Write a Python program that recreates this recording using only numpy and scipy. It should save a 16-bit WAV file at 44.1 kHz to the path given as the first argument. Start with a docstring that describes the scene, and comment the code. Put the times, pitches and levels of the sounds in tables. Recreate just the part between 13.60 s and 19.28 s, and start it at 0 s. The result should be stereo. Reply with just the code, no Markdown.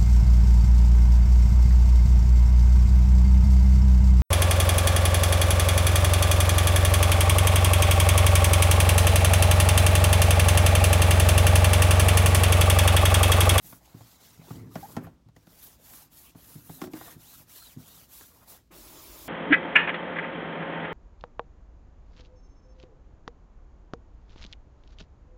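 """On a quiet driveway, a loose plastic car bumper lies close to a stereo microphone, a little to the right.
A stiff wet brush scrubs it: bristles hiss, the block knocks on the hollow shell and squeaks once.
After a short pause at 1.5 s the strokes resume, and from 3 s fast sweeps zip over the grained plastic.
Just after 5 s the brush is off and a hose opens; its spray hisses and drums, swinging slowly nearer."""
import sys
import numpy as np
from scipy import signal
from scipy.fft import rfft, irfft, next_fast_len
from scipy.io import wavfile
from scipy.ndimage import uniform_filter1d

SR = 44100
rng = np.random.default_rng(int(sys.argv[2]) if len(sys.argv) > 2 else 0)


def pcm_store(signal):
    """Save signal as 16-bit PCM."""
    levels = np.round(np.clip(np.atleast_2d(signal), -1, 1) * 32767)
    wavfile.write(sys.argv[1], SR, levels.astype(np.int16).T)


N = 250486
TIME = np.arange(N) / SR

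# Spectra, each scaled to unit rms in use: frequency_hz, level_db
YARD_SPECTRUM = [(35, -13.5), (55, 2), (120, -9.5), (250, -10.5), (450, -23), (900, -31), (2000, -31.5),
                 (6000, -34), (10000, -43), (15800, -44)]   # low outdoor rumble
SPRAY_SPECTRUM = [(1180, -40), (2000, -14), (2980, -7.5), (3450, -2), (6320, -3), (7070, -1), (8780, -7.5),
                  (10100, -2.5), (13200, -1), (15100, 1), (15800, -1.5)]   # fine drops on plastic
DRUM_SPECTRUM = [(26, -13), (45, 3.5), (75, -5), (135, -10.5), (165, -5.5), (198, -17.5), (263, -4.5),
                 (343, -3), (455, -13), (624, -8), (736, -16), (914, -9.5), (1410, -12), (1610, -14.5),
                 (2400, -15.5), (3120, -20.5), (5280, -120)]   # heavy drops on the shell
CRACK_SPECTRUM = [(600, 7), (1800, 6.5), (4000, 0), (7000, -2), (15000, -85)]   # the block making contact
RUB_SPECTRUM = [(250, -2), (500, 3.5), (800, 3), (1300, -0.5), (2000, -0.5), (3500, -16)]   # shaken panels
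SCRATCH_SPECTRUM = [(1000, -1), (2200, -5.5), (3500, 0), (5500, -1), (7300, -1), (9000, -7.5),
                    (15000, -4.5)]   # rasp of the bristles
TIP_SPECTRUM = [(3000, -23.5), (6000, -4.5), (9000, -2.5), (10500, 2), (12000, 4.5), (14000, 4.5),
                (15800, 2)]   # hiss of their tips
# How alike the two sides of the microphone are: frequency_hz, share (0-1)
STEREO_LIKENESS = [(60, 0.92), (250, 0.98), (640, 0.7), (1400, 0.87), (3000, 0), (7000, 0.05),
                   (15000, 0.08)]
# Modes of the bumper: pitch_hz, level_db, t60_s
SHELL_MODES = [(85, -2, 0.076), (110.4, -1.5, 0.21), (158.6, -1.5, 0.15), (216, -2.5, 0.084),
               (257.7, -1, 0.18), (312, -3.5, 0.2), (362.8, -5, 0.18), (450, -3.5, 0.092)]   # the whole shell bending
PANEL_MODES = [(518, -4, 0.15), (644, 4, 0.061), (727, 10, 0.021), (849, 4, 0.049), (1061, 3.5, 0.044),
               (1202, 4.5, .035), (1400, 0, 0.089), (1547, -5, 0.082), (1880, 4, 0.043), (2480, -20, 0.054),
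               (4100, 0, 0.055)]   # the stiff panels
# A tuft catches an edge: middle_s, length_s, centre_hz, level_db
TUFT_CATCHES = [(1.123, 0.031, 1170, -61), (1.447, 0.028, 12900, -59), (2.04, 0.049, 12100, -46),
                (2.032, 0.038, 3620, -56), (2.675, 0.094, 2790, -60), (4.028, .025, 1420, -58),
                (4.641, 0.016, 1480, -62), (4.832, 0.042, 990, -61)]
# Blows of the block, before the trims in knocks():
# start_s, thump_db, clack_db, crack_db, thump_centre_hz, clack_centre_hz
BLOCK_BLOWS = [(0.042, -44.5, -63.5, -69, 155, 736), (0.124, -43, -46.5, -56, 133, 1080),
               (0.341, -34.5, -61, -66, 159, 799), (0.406, -40, -53, -66, 87, 710),
               (0.788, -37.5, -75, -75, 151, 646), (0.904, -29, -46.5, -64, 176, 940),
               (0.949, -45, -64, -70, 141, 890), (0.996, -42, -65, -73, 155, 730),
               (1.154, -26.5, -35.5, -43, 170, 690), (1.365, -22.5, -32.5, -42, 211, 800),
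               (1.466, -39.5, -50, -62, 96.9, 650), (1.66, -45, -85, -85, 118, 900),
               (1.686, -48.5, -68, -65.5, 156, 730), (1.762, -46.5, -59, -55, 132, 634),
               (1.869, -45.5, -63, -60, 154, 600), (2.335, -52, -69, -52, 242, 840),
               (2.748, -39, -58, -67, 144, 690), (2.953, -34.5, -71, -63, 158, 770),
               (3.094, -34.5, -48.5, -57, 168, 744), (3.215, -27, -39.5, -41.5, 303, 1080),
               (3.237, -32.5, -46.5, -46, 315, 640), (3.27, -33, -51.5, -54, 266, 610),
               (3.333, -28.5, -49, -45.5, 308, 660), (3.367, -41.5, -57, -48, 260, 830),
               (3.409, -47, -45.5, -71, 315, 830), (3.478, -53, -47, -66, 235, 905),
               (3.558, -38, -78, -75, 158, 870), (3.795, -49, -64, -71, 149, 646),
               (4.164, -31.5, -78, -76, 171, 790), (4.609, -58, -61, -50, 266, 1390)]
# Fast sweeps over the grain: middle_s, length_s, top_pitch_hz, level_db, blur_hz
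FAST_SWEEPS = [(3.15, .215, 4030, -60.5, 70), (3.454, 0.24, 3840, -59, 130), (3.718, 0.23, 4100, -59.5, 65),
               (4.022, .275, 4220, -56, 65), (4.33, 0.26, 3810, -61.5, 110), (4.585, 0.18, 4000, -60, 350)]
# The brush lies on the shell: start_s, end_s
BRUSH_CONTACT = [(0, 1.48), (1.76, 5.0)]
# Brush strokes, before the trims in bristles() and rubbing():
# start_s, end_s, hardest_push_s, swell_db, tips_db, scratch_db, rub_db, shudder_db
BRUSH_STROKES = [(-0.005, 0.216, 0.074, 17.0, -52.5, -58.5, -68.5, -58.0),
                 (0.191, 0.371, 0.263, 7.5, -70.5, -64.0, -67.0, -67.5),
                 (0.314, 0.604, 0.497, 8.5, -65.0, -59.0, -73.0, -68.5),
                 (0.564, 0.816, 0.653, 6.5, -66.0, -58.5, -66.0, -63.0),
                 (0.764, 1.049, 0.922, 15.5, -62.5, -57.5, -61.0, -54.0),
                 (0.896, 1.145, 0.974, 21.5, -74.0, -74.5, -63.5, -40.0),
                 (1.094, 1.406, 1.255, 6.0, -58.0, -58.0, -60.0, -49.5),
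                 (1.394, 1.501, 1.42, 12.0, -66.5, -73.5, -55.5, -43.0),
                 (1.834, 2.201, 2.058, 22.0, -56.5, -58.0, -66.5, -61.0),
                 (2.171, 2.49, 2.358, 17.5, -53.0, -56.0, -64.0, -62.5),
                 (2.488, 2.747, 2.603, 18.0, -54.5, -58.5, -74.0, -64.0),
                 (2.741, 3.041, 2.94, 11.5, -56.5, -59.5, -65.0, -59.0),
                 (2.976, 3.226, 3.17, 13.0, -53.5, -61.0, -65.0, -55.0),
                 (3.165, 3.306, 3.23, 18.0, -55.5, -52.5, -60.0, -50.0),
                 (3.294, 3.58, 3.439, 12.0, -52.5, -55.0, -56.5, -56.5),
                 (3.56, 3.861, 3.79, 8.5, -56.0, -57.5, -80.0, -62.5),
                 (3.86, 4.179, 3.949, 11.0, -54.5, -55.0, -77.5, -72.0),
                 (4.154, 4.486, 4.37, 10.0, -58.0, -58.0, -79.5, -61.0),
                 (4.47, 4.735, 4.56, 13.0, -53.0, -56.5, -77.5, -65.0),
                 (4.683, 4.888, 4.78, 0.0, -67.0, -68.5, -67.5, -65.5),
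                 (4.836, 5.024, 4.907, 22.0, -53.5, -56.0, -61.0, -61.5)]
# The brush still stirs between strokes, before the same trims: tips_db, scratch_db, rub_db, shudder_db
STIRRING_DB = [-81, -72, -72, -68.5]
# How far each sound follows the push: tips_share, scratch_share, rub_share, shudder_share
PUSH_SHARES = [0.98, 0.68, 0.27, 0.52]


def from_db(db):
    """Decibels to gain."""
    return 10 ** (np.asarray(db) / 20)


def rms_one(x):
    """Scale to an rms of 1."""
    return x / np.sqrt(np.mean(x ** 2) + 1e-20)


def at_hz(points, hz):
    """Read a spectrum on a log-frequency axis."""
    known_hz, values = np.transpose(points)
    return np.interp(np.log(hz + 1e-3), np.log(known_hz), values)


def drift(rate_hz):
    """A smooth random wander with an rms of 1."""
    hz = np.fft.rfftfreq(N, 1 / SR)[:4000]
    noise = rng.standard_normal(2 * len(hz) - 2)
    slow = rms_one(irfft(rfft(noise) / (1 + (hz / rate_hz) ** 2)))
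    return np.interp(np.linspace(0, len(slow) - 1, N), np.arange(len(slow)), slow)


def grains(per_s, spread_db):
    """Two unrelated trains of tiny impacts; spread_db makes their sizes uneven."""
    hits = rng.random((2, N)) < per_s / SR
    signs = rng.choice([-1, 1], (2, N))
    sizes = from_db(spread_db * np.minimum(rng.exponential(1, (2, N)), 4))
    return rms_one(hits * signs * sizes)


def colour(pair, spectrum, lag_ms=0):
    """Two unrelated signals become one stereo sound of this spectrum, lag_ms later on the left."""
    length = pair.shape[1]
    size = next_fast_len(length + 2048)
    hz = np.fft.rfftfreq(size, 1 / SR)
    mid, side = rfft(pair, size)
    alike = np.clip(at_hz(STEREO_LIKENESS, hz), 0, 1)
    low_hz, high_hz = spectrum[0][0] / 2, spectrum[-1][0] * 2
    skirts = 1 / np.sqrt((1 + (low_hz / (hz + 1e-3)) ** 4) * (1 + (hz / high_hz) ** 4))
    stereo = np.sqrt(1 + alike) * mid + np.sqrt(1 - alike) * side * [[1], [-1]]
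    stereo *= from_db(at_hz(spectrum, hz)) * skirts
    stereo[0] *= np.exp(-2j * np.pi * hz * lag_ms / 1000)
    return rms_one(irfft(stereo, size)[:, :length])


def flicker(x, depth_db, span_bins=4, span_frames=5):
    """Each narrow range of pitch swells and fades on its own, within some hundredths of a second."""
    cells = signal.stft(x, nperseg=512)[2]
    swells = uniform_filter1d(rng.standard_normal(cells.shape[1:]), span_bins, axis=0)
    swells = rms_one(uniform_filter1d(swells, span_frames, axis=1))
    return rms_one(signal.istft(cells * from_db(depth_db * swells))[1][:, :N])


def ring(force, hz, t60):
    """One mode: a unit click sets a sine of height 1 ringing."""
    decay, step = from_db(-60 / (t60 * SR)), 2 * np.pi * hz / SR
    return signal.lfilter([0, np.sin(step)], [1, -2 * decay * np.cos(step), decay ** 2], force + 1e-18)


def struck(modes, age, centre_hz, uneven_db, width, detune, focus_db_per_octave=11.5):
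    """One blow: the spot that is hit favours modes near one pitch, and the grip detunes them a little."""
    hz, db, t60 = np.transpose(modes)[:, :, None]
    uneven, turn, shift = rng.standard_normal((3, *hz.shape))
    db = db - focus_db_per_octave * np.abs(np.log2(hz / centre_hz)) + uneven_db * uneven
    # neighbouring modes swing opposite ways
    swing = from_db(db - 60 * age / t60) * (-1) ** np.arange(len(hz))[:, None]
    phase = 2 * np.pi * hz * (1 + detune * shift) * age
    out = np.array([np.sum(swing * np.sin(phase + side * width * turn), axis=0) for side in (1, -1)])
    power = uniform_filter1d(np.mean(out ** 2, axis=0), size=SR // 100)
    return out / np.sqrt(power.max())


def yard(level_db=-64):
    """The open air around the driveway: a faint, steady rumble."""
    return from_db(level_db) * colour(rng.standard_normal((2, N)), YARD_SPECTRUM, lag_ms=0.23)


def hose(start_s=5.102, opening_s=0.019, fan_out_s=0.029, splash_s=0.03, nearing_db_per_s=5.5):
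    """Fine drops hiss and heavy ones drum on the shell, right of the microphone, as the jet nears."""
    age = np.maximum(TIME - start_s, 0)
    flow = np.sin(np.pi / 2 * np.minimum(age / opening_s, 1)) ** 2 * from_db(nearing_db_per_s * age)
    spray_gain = from_db(-48) * (1 - np.exp(-age / fan_out_s))   # the fine spray takes a moment to form
    drum_gain = from_db(-53 + 8.5 * np.exp(-age / splash_s))   # the first slug of water lands harder
    fine = colour(grains(per_s=20000, spread_db=1.5), SPRAY_SPECTRUM, lag_ms=0.2)
    spray = spray_gain * flicker(fine, depth_db=2.4) * from_db([[-1.2], [1.2]])
    heavy = colour(grains(per_s=3500, spread_db=1.5), DRUM_SPECTRUM, lag_ms=0.24)
    drum = drum_gain * flicker(heavy, depth_db=1.5) * from_db([[-0.5], [0.5]])
    return flow * (spray + drum)


def squeak(start_s=1.228, length_s=0.036, ramp_s=0.004, start_hz=788, rise_hz_per_s=1700,
           fade_db_per_s=280):
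    """The block sticks and slips on wet plastic for a moment, rising in pitch as it fades."""
    age = np.clip(TIME - start_s, 0, length_s)
    hz = (start_hz + rise_hz_per_s * age) * (1 + 0.0433 * drift(rate_hz=117))
    phase = 2 * np.pi * np.cumsum(hz) / SR
    tone = np.sqrt(2) * (np.sin(phase) + from_db(-21) * np.sin(2 * phase))
    grip = np.minimum(np.minimum(age, length_s - age) / ramp_s, 1)
    return grip * from_db(-37.5 - fade_db_per_s * age) * tone


def scrapes(skirt_db=-32):
    """A tuft caught on an edge rasps in a narrow range, swelling and fading."""
    out, ticks = np.zeros((2, N)), grains(per_s=5000, spread_db=1.0)
    for middle, length, hz, db in TUFT_CATCHES:
        during = np.abs(TIME - middle) < length / 2
        rasp = colour(ticks[:, during], [(hz / 2, skirt_db), (hz, 0), (hz * 2, skirt_db)])
        out[:, during] += from_db(db) * rasp * np.sin(np.linspace(0, np.pi, during.sum()))
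    return out


def zips(sag=0.72, arch=2.2, taper=0.9, partials_db=(0, -7, -6)):
    """Bristles tick over the grain at a rate set by the arm's speed: the pitch arches with each sweep."""
    out = np.zeros((2, N))
    for middle, length, top_hz, db, blur_hz in FAST_SWEEPS:
        during = np.abs(TIME - middle) < length / 2
        place = (TIME[during] - middle) / (length / 2)
        speed = 1 - sag * np.abs(place) ** arch
        phase = 2 * np.pi * np.cumsum(top_hz * speed) / SR
        swell = np.cos(np.pi * place / 2) ** taper
        for k, partial_db in enumerate(partials_db, 1):
            # each bristle moves at a slightly different speed, which blurs the tone into a rasp
            lowpass = signal.butter(1, k * blur_hz, fs=SR, output="sos")
            blur = signal.sosfilt(lowpass, rng.standard_normal((2, 2, SR // 2)))[..., :len(phase)]
            partial = rms_one(blur[0] * np.cos(k * phase) + blur[1] * np.sin(k * phase))
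            out[:, during] += from_db(db + partial_db) * swell * partial
    return out


def knocks(thump_trim_db=-5.5, clack_trim_db=3.0, crack_trim_db=5.0, push_s=0.0022, yield_s=0.0015,
           boom_s=0.096, echo_s=0.048, rattle_s=0.015, crack_s=0.006, snap_s=0.0008, lag_ms=0.11):
    """The block cracks on the plastic: panels clack and rattle, the shell booms, the yard echoes."""
    out, age = np.zeros((2, N + SR)), np.arange(SR // 3) / SR
    brief = age[:SR // 10]
    for start, thump_db, clack_db, crack_db, thump_hz, clack_hz in BLOCK_BLOWS:
        thump_gain = from_db(thump_db + thump_trim_db)
        clack_gain = from_db(clack_db + clack_trim_db)
        crack_gain = from_db(crack_db + crack_trim_db)
        thump = struck(SHELL_MODES, age, thump_hz, uneven_db=3.0, width=0.28, detune=0.03)
        thump *= 1 - np.exp(-age / push_s)
        boom_noise, echo_noise = rng.standard_normal((2, 2, len(age)))
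        hollow = colour(boom_noise, [(110, -3), (170, 6.5), (300, -14.5), (450, -11.5)])
        boom = from_db(-18) * hollow * np.exp(-age / boom_s)
        echo = from_db(-23) * colour(echo_noise, RUB_SPECTRUM) * np.exp(-age / echo_s)
        at = int(start * SR)
        out[:, at:at + len(age)] += thump_gain * (thump + boom) + clack_gain * echo
        rattle_noise, crack_noise, snap_noise = rng.standard_normal((3, 2, len(brief)))
        clack = struck(PANEL_MODES, brief, clack_hz, uneven_db=0.0, width=0.54, detune=0.039)
        rattle = from_db(-7.5) * colour(rattle_noise, RUB_SPECTRUM) * np.exp(-brief / rattle_s)
        crack = colour(crack_noise, CRACK_SPECTRUM) * np.exp(-brief / crack_s)
        snap = from_db(1.5) * snap_noise * np.exp(-brief / snap_s)
        at += int(yield_s * SR)   # the bristles yield first, then the hard block lands
        out[:, at:at + len(brief)] += clack_gain * (clack + rattle) + crack_gain * (crack + snap)
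    # the blows land right of centre and reach the left of the microphone a little later
    left, right = out[:, :N]
    return np.array([np.interp(TIME - lag_ms / 1000, TIME, left), right])


def stroke_gains(speed_up_s=0.042, slow_down_s=0.048, lift_s=0.025, roundness=1.53):
    """Gains of tips, scratch, rub and shudder: between turns of the arm, each swells with the push."""
    contact = sum((TIME >= start) * np.exp(-np.maximum(TIME - end, 0) / lift_s)
                  for start, end in BRUSH_CONTACT)
    contact = np.maximum(uniform_filter1d(contact, size=SR // 50), 0)
    power = from_db(STIRRING_DB)[:, None] ** 2 * contact
    for start, end, hardest, swell_db, *levels_db in BRUSH_STROKES:
        during = (TIME > start) & (TIME < end)
        t = TIME[during]
        speed = np.minimum((t - start) / speed_up_s, 1) * np.minimum((end - t) / slow_down_s, 1)
        push_db = -swell_db * np.interp(t, [start, hardest, end], [1, 0, 1]) ** roundness
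        stroke_db = np.array(levels_db)[:, None] + np.outer(PUSH_SHARES, push_db)
        power[:, during] += (speed * from_db(stroke_db)) ** 2
    return np.sqrt(power)


def rubbing(rub_gain, shudder_gain, rub_trim_db=2.0, shudder_trim_db=-3.0, linger_s=0.021):
    """The dragged brush shakes the panels and sets the whole shell shuddering, which lingers a little."""
    slips = colour(grains(per_s=1500, spread_db=-2.5), RUB_SPECTRUM, lag_ms=0.22)
    panels = rub_gain * from_db(rub_trim_db) * flicker(slips, depth_db=4.5)
    drag = colour(rng.standard_normal((2, N)), [(60, 0), (200, 0), (450, -8)], lag_ms=0.15)
    shell = sum((-1) ** k * from_db(db) * ring(drag, hz, t60)
                for k, (hz, db, t60) in enumerate(SHELL_MODES))
    decay = np.exp(-1 / (linger_s * SR))
    lingering = np.sqrt(signal.lfilter([1 - decay], [1, -decay], shudder_gain ** 2))
    return panels + lingering * from_db(shudder_trim_db) * rms_one(shell)


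def bristles(tips_gain, scratch_gain, tips_trim_db=7.0, scratch_trim_db=3.5, flutter_db=1.2):
    """Thousands of bristles catch and flick free; tufts let go together, so the hiss flutters."""
    flicks = colour(grains(per_s=14000, spread_db=0), TIP_SPECTRUM)
    hiss = tips_gain * from_db(tips_trim_db) * flicker(flicks, depth_db=1.8)
    scratches = colour(grains(per_s=7000, spread_db=0), SCRATCH_SPECTRUM)
    rasp = scratch_gain * from_db(scratch_trim_db) * flicker(scratches, depth_db=2.6)
    return (hiss + rasp) * from_db(flutter_db * drift(rate_hz=30))


def scene():
    """Scrubbing, then rinsing, close by in the quiet of the yard."""
    tips, scratch, rub, shudder = stroke_gains()
    brush = knocks() + bristles(tips, scratch) + rubbing(rub, shudder) + zips() + scrapes() + squeak()
    return brush + hose() + yard()


def record(dry):
    """The microphone signal is cut steeply above 15.9 kHz."""
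    return signal.sosfilt(signal.ellip(12, 0.1, 70, 15900, fs=SR, output="sos"), dry)


dry = scene()
out = record(dry)
pcm_store(out)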